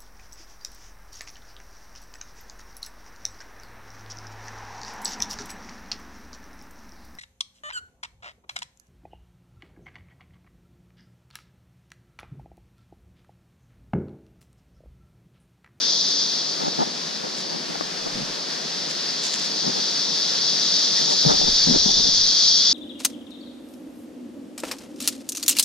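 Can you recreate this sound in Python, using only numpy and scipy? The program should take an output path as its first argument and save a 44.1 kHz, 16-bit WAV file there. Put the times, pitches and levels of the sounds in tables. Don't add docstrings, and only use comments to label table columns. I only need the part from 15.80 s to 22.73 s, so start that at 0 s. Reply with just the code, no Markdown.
import sys
import numpy as np
from scipy import signal
from scipy.fft import rfft, irfft, next_fast_len
from scipy.io import wavfile
from scipy.ndimage import map_coordinates

SR = 44100
rng = np.random.default_rng(int(sys.argv[2]) if len(sys.argv) > 2 else 0)


def unload_wav(signal):
    wavfile.write(
        sys.argv[1],
        SR,
        np.round(np.clip(np.atleast_2d(signal).T, -1, 1) * 32767).astype(np.int16),
    )


N = 305603


def amp(db):
    return 10 ** (np.asarray(db) / 20)


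def unit(x):
    return x / np.sqrt(np.mean(x ** 2) + 1e-20)


def along(points, hz):
    f, *cols = np.transpose(points)
    return [np.interp(np.log(hz + 1), np.log(f + 1), c) for c in cols]


def curves(rows):
    s, *cols = np.transpose(rows)
    return [np.interp(np.arange(N) / SR, s, c) for c in cols]


def wobble(rate):
    knots = rng.standard_normal(int(N * rate / SR) + 4)
    return map_coordinates(knots, [np.arange(N) * rate / SR], order=2)


def filtered(x, response):
    size = next_fast_len(N + 8192)
    return irfft(rfft(x, size) * response(np.fft.rfftfreq(size, 1 / SR)), size)[..., :N]


def coloured(x, spectrum):
    return filtered(x, lambda hz: amp(along(spectrum, hz)[0]))


def noise():
    return rng.standard_normal((2, N))


def gritty(spread_db, grain_rate):
    return noise() * amp(spread_db * wobble(grain_rate))


def at_ports(pair, field):
    def response(hz, sign):
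        alike, lead, tilt_db = along(field, hz)
        share = np.sqrt((1 + sign * np.clip(alike, 0, 1)) / 2)
        left = amp(tilt_db / 2) * np.exp(.5j * lead)
        power = abs(left) ** 2 + abs(left) ** -2
        return share * np.array([left, sign / left]) / np.sqrt(power)

    in_step = filtered(pair[0], lambda hz: response(hz, 0.89))
    opposed = filtered(pair[1], lambda hz: response(hz, -0.99))
    return unit(in_step + opposed)


def swell(s, db, length):
    return amp(db) * np.exp(-.5 * ((np.arange(N) / SR - s) / max(abs(length), .002)) ** 2)


def stroke(start, end, edge):
    t = np.arange(N) / SR
    return np.clip(.5 + np.minimum(t - start, end - t) / max(edge, .001), 0, 1)


def click_train(at, spread_db):
    at = at[(at >= 0) & (at < N - 1)]
    whole, part = at.astype(int), at % 1
    sizes = amp(spread_db * rng.standard_normal(len(at)))
    train = np.bincount(whole, sizes * (1 - part), N) + np.bincount(whole + 1, sizes * part, N)
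    return train - train.mean()


def cracks(rate):
    count = int(rate * N / SR)
    return unit(np.array([click_train(rng.uniform(0, N, count), spread_db=3.5) for _ in range(2)]))


def echoes(t60, direct):
    t = np.arange(SR // 3) / SR
    paths = unit(rng.standard_normal(len(t)) * amp(-60 * t / t60)) / np.sqrt(len(t))
    paths[0] += direct
    return paths


def tymbals(click_rate, jitter, forest_t60, count):
    groups = np.zeros((2, N))
    for group in groups:
        for _ in range(count):
            rate = click_rate * np.exp(rng.normal(0, .15))
            order = np.arange(int(1.2 * rate * N / SR))
            drift = .05 * np.sin(2 * np.pi * (order / rate * rng.uniform(.1, .4) + rng.random()))
            at = np.cumsum(1 + drift + rng.normal(0, jitter, len(order))) / rate * SR
            clicks = click_train(at, spread_db=2)
            group += signal.oaconvolve(clicks, echoes(forest_t60, direct=0.61))[:N]
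    return groups


# (time [s], level [dB])
CHORUS_LEVEL = [(0, -21.5), (.4, -23.5), (.8, -28.5), (1.5, -32), (2.1, -32.5), (2.9, -30), (5.0, -20.5),
                (6.93, -17.5)]
# (frequency [Hz], gain [dB])
MASS_COLOUR = [(2400, -48), (2950, -24), (3180, -12.5), (3330, -7), (3570, -4.5), (3720, -5.5), (4100, -4),
               (4580, 0), (4900, 0), (5400, -2.5), (6200, -8), (6650, -13.5), (7300, -17.5), (8200, -55)]
OVERTONE_COLOUR = [(7000, -32), (7600, -29), (8600, 4), (10000, 7), (11200, -26), (13000, -2), (15000, 6),
                   (16000, -8)]
# (frequency [Hz], coherence [0-1], left lead [rad], left over right [dB])
CANOPY_FIELD = [(2600, 1, 0, -8), (3370, 0.8, 0.5, 0), (4340, 0.73, 0.47, -0.3), (4990, 0.7, 1.32, 1.5),
                (5930, 0.56, 1.4, 4), (6430, 0.9, 1.08, 2), (7780, 0.88, 4, -1), (11000, .15, 2.5, -1),
                (14500, 0, 6, 4)]


def far_chorus():
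    chorus_db = curves(CHORUS_LEVEL)[0]
    clicks = tymbals(click_rate=170, jitter=.08, forest_t60=0.45, count=6)
    mass = at_ports(coloured(clicks, MASS_COLOUR), CANOPY_FIELD)
    overtones = at_ports(coloured(clicks, OVERTONE_COLOUR), CANOPY_FIELD)
    mass_gain = amp(chorus_db + 0.64 * wobble(22))
    overtone_gain = amp(chorus_db - 35.0 + 2.1 * wobble(12))
    return mass_gain * mass + overtone_gain * overtones


# (time [s], level [dB])
VOICE_SURGES = [(1.75, -38.5), (2.36, -43), (2.71, -39), (3.28, -35), (3.78, -34), (4.68, -32)]
# (frequency [Hz], gain [dB])
VOICE_COLOUR = [(3600, -39), (4250, -6), (4550, 1.5), (4850, -2), (5200, -5), (6200, -35), (7500, -60)]
SURGE_S, SURGE_REST_DB = 0.058, -44.5


def surging_voice():
    clicks = tymbals(click_rate=130, jitter=0.013, forest_t60=0.51, count=2)
    voice = at_ports(coloured(clicks, VOICE_COLOUR), CANOPY_FIELD)
    return voice * (amp(SURGE_REST_DB) + sum(swell(s, db, SURGE_S) for s, db in VOICE_SURGES))


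SAG_HZ, RATE_WAVER = 2.14, .0015
RUN_DOWN_S, RUN_DOWN_PER_S = .36, .45


def tymbal_cycles(start, end, hz):
    t = np.arange(N) / SR
    rate = hz - SAG_HZ * np.log(np.maximum(t - start, .03))
    rate = rate * (1 - RUN_DOWN_PER_S * np.clip(t - end + RUN_DOWN_S, 0, RUN_DOWN_S))
    return np.cumsum(rate * (1 + RATE_WAVER * wobble(70))) / SR


# (frequency [Hz], gain [dB])
ABDOMEN_COLOUR = [(2500, -55), (3150, -17.5), (3330, -10), (3450, -6), (3575, -0.5), (3700, -17),
                  (4200, -21), (4570, 5.5), (4800, 3.5), (5500, -0.5), (6200, -3), (6650, -13.5),
                  (7300, -37), (8200, -52)]
SONG_ATTACK_S, SONG_RELEASE_S = 0.17, 0.76


def near_cicada(start, end, db, cycles):
    t = np.arange(N) / SR
    effort = np.clip(np.minimum((t - start) / SONG_ATTACK_S, (end - t) / SONG_RELEASE_S), 0, 1)

    def tymbal(phase):
        at = np.interp(np.arange(int(cycles[-1])) + phase, cycles, np.arange(N))
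        return click_train(at, spread_db=3.2)

    train = tymbal(0) + .45 * tymbal(.488)
    pair = [signal.oaconvolve(train, echoes(t60=0.26, direct=0.27))[:N] for _ in range(2)]
    return amp(db) * effort * at_ports(coloured(np.array(pair), ABDOMEN_COLOUR), CANOPY_FIELD)


FLARE_FADE_S = 0.11


def flare(start, end, db, harmonic, cycles):
    level = amp(db + 3.2 * wobble(45) - 1.5) * stroke(start, end, FLARE_FADE_S)
    return np.sqrt(2) * level * np.sin(2 * np.pi * round(harmonic) * cycles + .6 * wobble(80))


# (start [s], end [s], level [dB], tymbal rate one second in [Hz])
NEAR_SONGS = [(-6.5, 1.05, -26.5, 126.6), (-3, .55, -31, 134), (3.7, 8, -34, 131), (4.5, 8, -31, 131.4),
              (5.6, 8, -24.5, 126.66)]
# (start [s], end [s], level [dB], harmonic number)
HARMONIC_FLARES = [(5.44, 5.74, -33, 27), (6.36, 6.54, -41, 28), (5.68, 5.9, -25.5, 35),
                   (5.752, 6.0, -41, 37), (6.018, 6.29, -28.5, 28), (5.92, 6.36, -33, 43),
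                   (5.2, 6.8, -40, 41), (6.082, 6.4, -35, 39), (6.8, 6.3, -34, 36), (6.4, 6.5, -31, 47),
                   (6.43, 6.8, -34, 26), (6.443, 7.3, -27, 36), (6.655, 7.0, -33, 37), (6.72, 7.0, -30, 28)]
NEAR_DB = -0.5


def singers():
    cycles = [tymbal_cycles(start, end, hz) for start, end, _, hz in NEAR_SONGS]
    songs = sum(near_cicada(start, end, db + NEAR_DB, sung)
                for (start, end, db, _), sung in zip(NEAR_SONGS, cycles))
    return songs + sum(flare(*row, cycles[-1]) for row in HARMONIC_FLARES)


# (start [s], boom level [dB], length [s], boom pitch [Hz], t60 [s], left over right [dB])
LANDINGS = [(.837, -27, .006, 202, .025, -6), (1.441, -25, 0.0086, 230, 0.019, 0),
            (1.906, -25, 0.013, 200.1, 0.029, -2), (2.354, -24, .085, 170, 0.023, -11),
            (3.866, -19.5, .004, 215, 0.023, 9), (3.878, -17.5, 0.016, 226, 0.043, 3),
            (5.463, -15.5, .004, 158, .06, 20), (5.873, -17.5, 0.014, 217, 0.044, 12),
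            (5.898, -14.5, 0.015, 230, 0.048, 9), (5.933, -20, 0.021, 278, .025, 5),
            (5.961, -17, .012, 240, 0.045, 6), (6.062, -13.5, 0.0068, 215, 0.022, 8),
            (6.108, -24, .005, 260, .02, 4), (6.199, -23, .008, 216, 0.027, 1),
            (6.272, -27, .02, 221, 0.034, 2)]
# (frequency [Hz], gain [dB])
THUD_COLOUR = [(30, -39), (80, -28), (120, -10), (160, -8), (240, 5), (330, -12.5), (520, 1), (900, -44),
               (2000, -62)]
# (frequency [Hz], coherence [0-1], left lead [rad], left over right [dB])
GROUND_FIELD = [(50, 0.59, 0.5, .3), (100, 0.66, 0.5, .5), (170, 0.38, -4.5, 7.2), (332, 0.85, -7, 8.3),
                (464, 1, -3, 7.9), (800, 1, -5.5, 1)]
SLIP_S, SLIP_SCATTER = .014, .15
THUD_DB = -14
EDGE_S = 0.017


def footfalls():
    booms, t = np.zeros((2, N + SR)), np.arange(SR // 10) / SR
    for start, db, length, hz, t60, tilt_db in LANDINGS:
        chance = rng.standard_normal((12, 3))
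        lags = np.cumsum(np.r_[0, SLIP_S * abs(1 + SLIP_SCATTER * chance[1:, 0])])
        balance = amp([[tilt_db / 2], [-tilt_db / 2]])
        for lag, (_, size, pitch) in zip(lags[lags <= abs(length)], chance):
            boom = amp(db + size - 60 * t / t60) * np.sin(2 * np.pi * hz * np.exp(.04 * pitch) * t)
            booms[:, round((start + lag) * SR):][:, :len(t)] += balance * boom
    load = sum(amp(db + THUD_DB) * stroke(start, start + length, EDGE_S)
               for start, db, length, *_ in LANDINGS)
    crush = at_ports(coloured(gritty(spread_db=2.0, grain_rate=98), THUD_COLOUR), GROUND_FIELD)
    return booms[:, :N] + load * crush


# (start [s], end [s], level [dB], treble edge [Hz])
BODY_RUBS = [(.801, 0.851, -26, 1150), (0.854, 0.891, -24, 1150), (0.984, 1.033, -21, 1150),
             (1.063, 1.079, -28, 700), (1.428, 1.482, -30, 1200), (1.71, 1.776, -34.5, 700),
             (1.888, 1.926, -32, 600), (2.257, 2.28, -24.5, 900), (3.83, 3.912, -29, 796),
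             (3.957, 3.997, -29.5, 1000), (5.195, 5.236, -29.5, 700), (5.28, 5.35, -27.5, 1200),
             (5.448, 5.482, -20, 650), (5.481, 5.522, -16.5, 1590), (5.527, 5.566, -26, 744),
             (5.598, 5.651, -26.5, 650), (5.667, 5.692, -23, 1100), (5.867, 5.927, -23, 450),
             (5.929, 5.978, -21.5, 604), (6.051, 6.116, -23.5, 805), (6.165, 6.21, -29.5, 600),
             (6.248, 6.298, -28, 600)]
# (frequency [Hz], gain [dB])
RUB_COLOUR = [(100, -14.5), (180, 0), (450, -1), (650, -4.5), (850, 4.5), (1100, -6.5), (1700, -9),
              (4000, -45)]
# (frequency [Hz], coherence [0-1], left lead [rad], left over right [dB])
BODY_FIELD = [(60, .75, 3.5, -14), (164, 0.36, -2.5, -4.5), (260, 0.73, -3, 0.5), (460, 1, -3, 8.5),
              (620, 1, -2.5, 0.5), (920, 0.97, -3, 0.5), (1260, 1, -2.5, -4.5)]
CRUNCH_RATE, CRUNCH_DB = 500, -2
CATCH_RATE, CATCH_DB = 90, 1.3


def body_rubs():
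    grains = gritty(spread_db=3.5, grain_rate=220) + amp(CRUNCH_DB) * cracks(CRUNCH_RATE)
    grit = at_ports(coloured(grains * amp(CATCH_DB * wobble(CATCH_RATE)), RUB_COLOUR), BODY_FIELD)

    def dulled(hz):
        return unit(signal.sosfilt(signal.butter(2, hz, fs=SR, output="sos"), grit))

    return sum(amp(db) * stroke(start, end, EDGE_S) * dulled(hz) for start, end, db, hz in BODY_RUBS)


# (frequency [Hz], gain [dB])
DEEP_BASS_LOSS = [(60, -18), (106, -19), (134, 0)]


def footfalls_and_rubs():
    return coloured(footfalls() + body_rubs(), DEEP_BASS_LOSS)


# (time [s], level [dB], half length [s])
LEAF_RUSTLES = [(1.595, -36, 0.027), (3.11, -35, .018), (3.457, -29, .024), (3.451, -34, 0.0017),
                (3.464, -36, 0.0018), (3.538, -30, 0.0027), (3.54, -32.5, .022), (3.598, -29, 0.0032),
                (3.655, -40, 0.027), (3.55, -42, .09), (5.2, -36.5, 0.027), (5.32, -31, 0.018)]
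# (frequency [Hz], gain [dB])
LEAF_COLOUR = [(800, -27), (1800, -5), (4000, 2.5), (7000, 4), (8500, -7.5), (10500, -14), (12500, -25),
               (15000, -31)]
# (frequency [Hz], coherence [0-1], left lead [rad], left over right [dB])
AIR_FIELD = [(1400, 0.26, 0.54, 0.5), (1780, 0.6, 0.47, 1), (2160, 0.17, 0.0058, 1.5),
             (3500, 0.99, 0.048, 1.5), (8100, 0.07, 0.016, -3), (12000, .1, 0, -1)]
CRACKLE_RATE, CRACKLE_DB = 260, 2


def leaves():
    rustle = gritty(spread_db=-0.5, grain_rate=98) + amp(CRACKLE_DB) * cracks(CRACKLE_RATE)
    return sum(swell(*row) for row in LEAF_RUSTLES) * at_ports(coloured(rustle, LEAF_COLOUR), AIR_FIELD)


# (time [s], rms level at the crest [dB], half length [s], mean pitch [Hz])
FAINT_CREAKS = [(5.183, -37.5, .014, 1950), (5.315, -39.5, 0.0078, 1880)]


def creaks():
    clock = np.cumsum(1 + 0.0458 * wobble(620)) / SR
    return np.sqrt(2) * sum(swell(s, db, length) * np.sin(2 * np.pi * hz * clock)
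                            for s, db, length, hz in FAINT_CREAKS)


# (time [s], peak level [dB], gain at the right port against the left)
DRY_KNOCKS = [(.932, -26, 0.99), (1.016, -24, 0.62), (1.020, -20, 0.51), (1.469, -25, .4),
              (1.909, -27, -.4), (1.956, -12, -0.28), (2.010, -7, -.4), (2.264, -26, .5), (2.699, -29, .5),
              (3.865, -18, -.8), (3.878, -12, -0.71), (3.985, -23, -.6), (5.512, -16, -.7),
              (5.873, -14, -0.67), (5.962, -12, -0.5), (6.062, -20, -.5)]
# (frequency [Hz], level [dB], t60 [s])
KNOCK_MODES = [(347, 1.5, 0.024), (610, 9, 0.0098), (1210, 4, 0.016), (1650, -13, .008)]


def ticks():
    out, t = np.zeros((2, N + SR)), np.arange(SR // 10) / SR
    for s, db, right in DRY_KNOCKS:
        ring = 0
        for hz, level, t60 in KNOCK_MODES:
            decay = amp(level + rng.normal(0, 2.5) - 60 * t / t60)
            ring = ring + decay * np.cos(2 * np.pi * hz * np.exp(rng.normal(0, 0.15)) * t)
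        knock = amp(db) * ring / abs(ring).max()
        out[:, round(s * SR):][:, :len(t)] += np.outer([1, right], knock)
    return coloured(out[:, :N], [(80, -25), (260, 7.0), (1700, 1), (4000, -22)])


# (time [s], level [dB])
WHIRR_LEVEL_CURVE = [(0, -38), (.8, -37), (4, -36.5), (5.5, -36), (6.5, -39)]
# (frequency [Hz], gain [dB])
WHIRR_COLOUR = [(20, -34), (60, -52), (105, -65), (128, -15), (148, 0), (175, 1), (215, 0), (330, -2),
                (490, -2), (650, -3.5), (1000, -5), (1400, -14), (2200, -35), (4000, -54)]
# (frequency [Hz], coherence [0-1], left lead [rad], left over right [dB])
WHIRR_FIELD = [(130, 0.32, -0.5, -1), (350, 0.62, 0.56, 3), (600, 0.18, 0.6, 3), (830, 0.57, 3, 3),
               (1240, 0.33, 1.9, -3)]


def camera_whirr():
    level = amp(curves(WHIRR_LEVEL_CURVE)[0] + 0.34 * wobble(11.0))
    return level * at_ports(coloured(noise(), WHIRR_COLOUR), WHIRR_FIELD)


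# (time [s], level before wobble [dB], rise [dB/s], fall [dB/s])
HAND_SHIFTS = [(2.42, -51, 35, 120), (5.55, -38.5, 125, 30), (5.93, -37.5, 97, 19)]
# (frequency [Hz], gain [dB])
RUMBLE_COLOUR = [(15, 6.5), (30, 0.5), (60, -0.5), (100, -2), (160, -14), (300, -46)]
STILL_HAND_DB = -91


def handling_rumble():
    t = np.arange(N) / SR
    grip = amp(STILL_HAND_DB) + sum(amp(db - np.maximum(rise * (s - t), fall * (t - s)))
                                    for s, db, rise, fall in HAND_SHIFTS)
    return grip * amp(2.2 * wobble(12)) * at_ports(coloured(noise(), RUMBLE_COLOUR), GROUND_FIELD)


# (time [s], level [dB])
FOLIAGE_LEVEL = [(0, -37.5), (1.3, -38), (2.5, -36), (5.3, -34.5), (6.93, -37.5)]
# (frequency [Hz], gain [dB])
FOLIAGE_COLOUR = [(600, -19.5), (1300, 0), (1800, 1.5), (2300, -1.5), (3000, 0), (6000, -3), (7500, -10),
                  (9800, -19), (11300, -26), (15000, -30)]


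def foliage_hiss():
    level = amp(curves(FOLIAGE_LEVEL)[0] + 0.94 * wobble(11))
    return level * at_ports(coloured(noise(), FOLIAGE_COLOUR), AIR_FIELD)


def scene():
    cicadas = far_chorus() + surging_voice() + singers()
    close_by = footfalls_and_rubs() + leaves() + creaks() + ticks()
    background = camera_whirr() + handling_rumble() + foliage_hiss()
    return cicadas + close_by + background


TOP_HZ = 15280


def record(dry):
    return filtered(dry, lambda hz: hz < TOP_HZ)


dry = scene()
out = record(dry)
unload_wav(out)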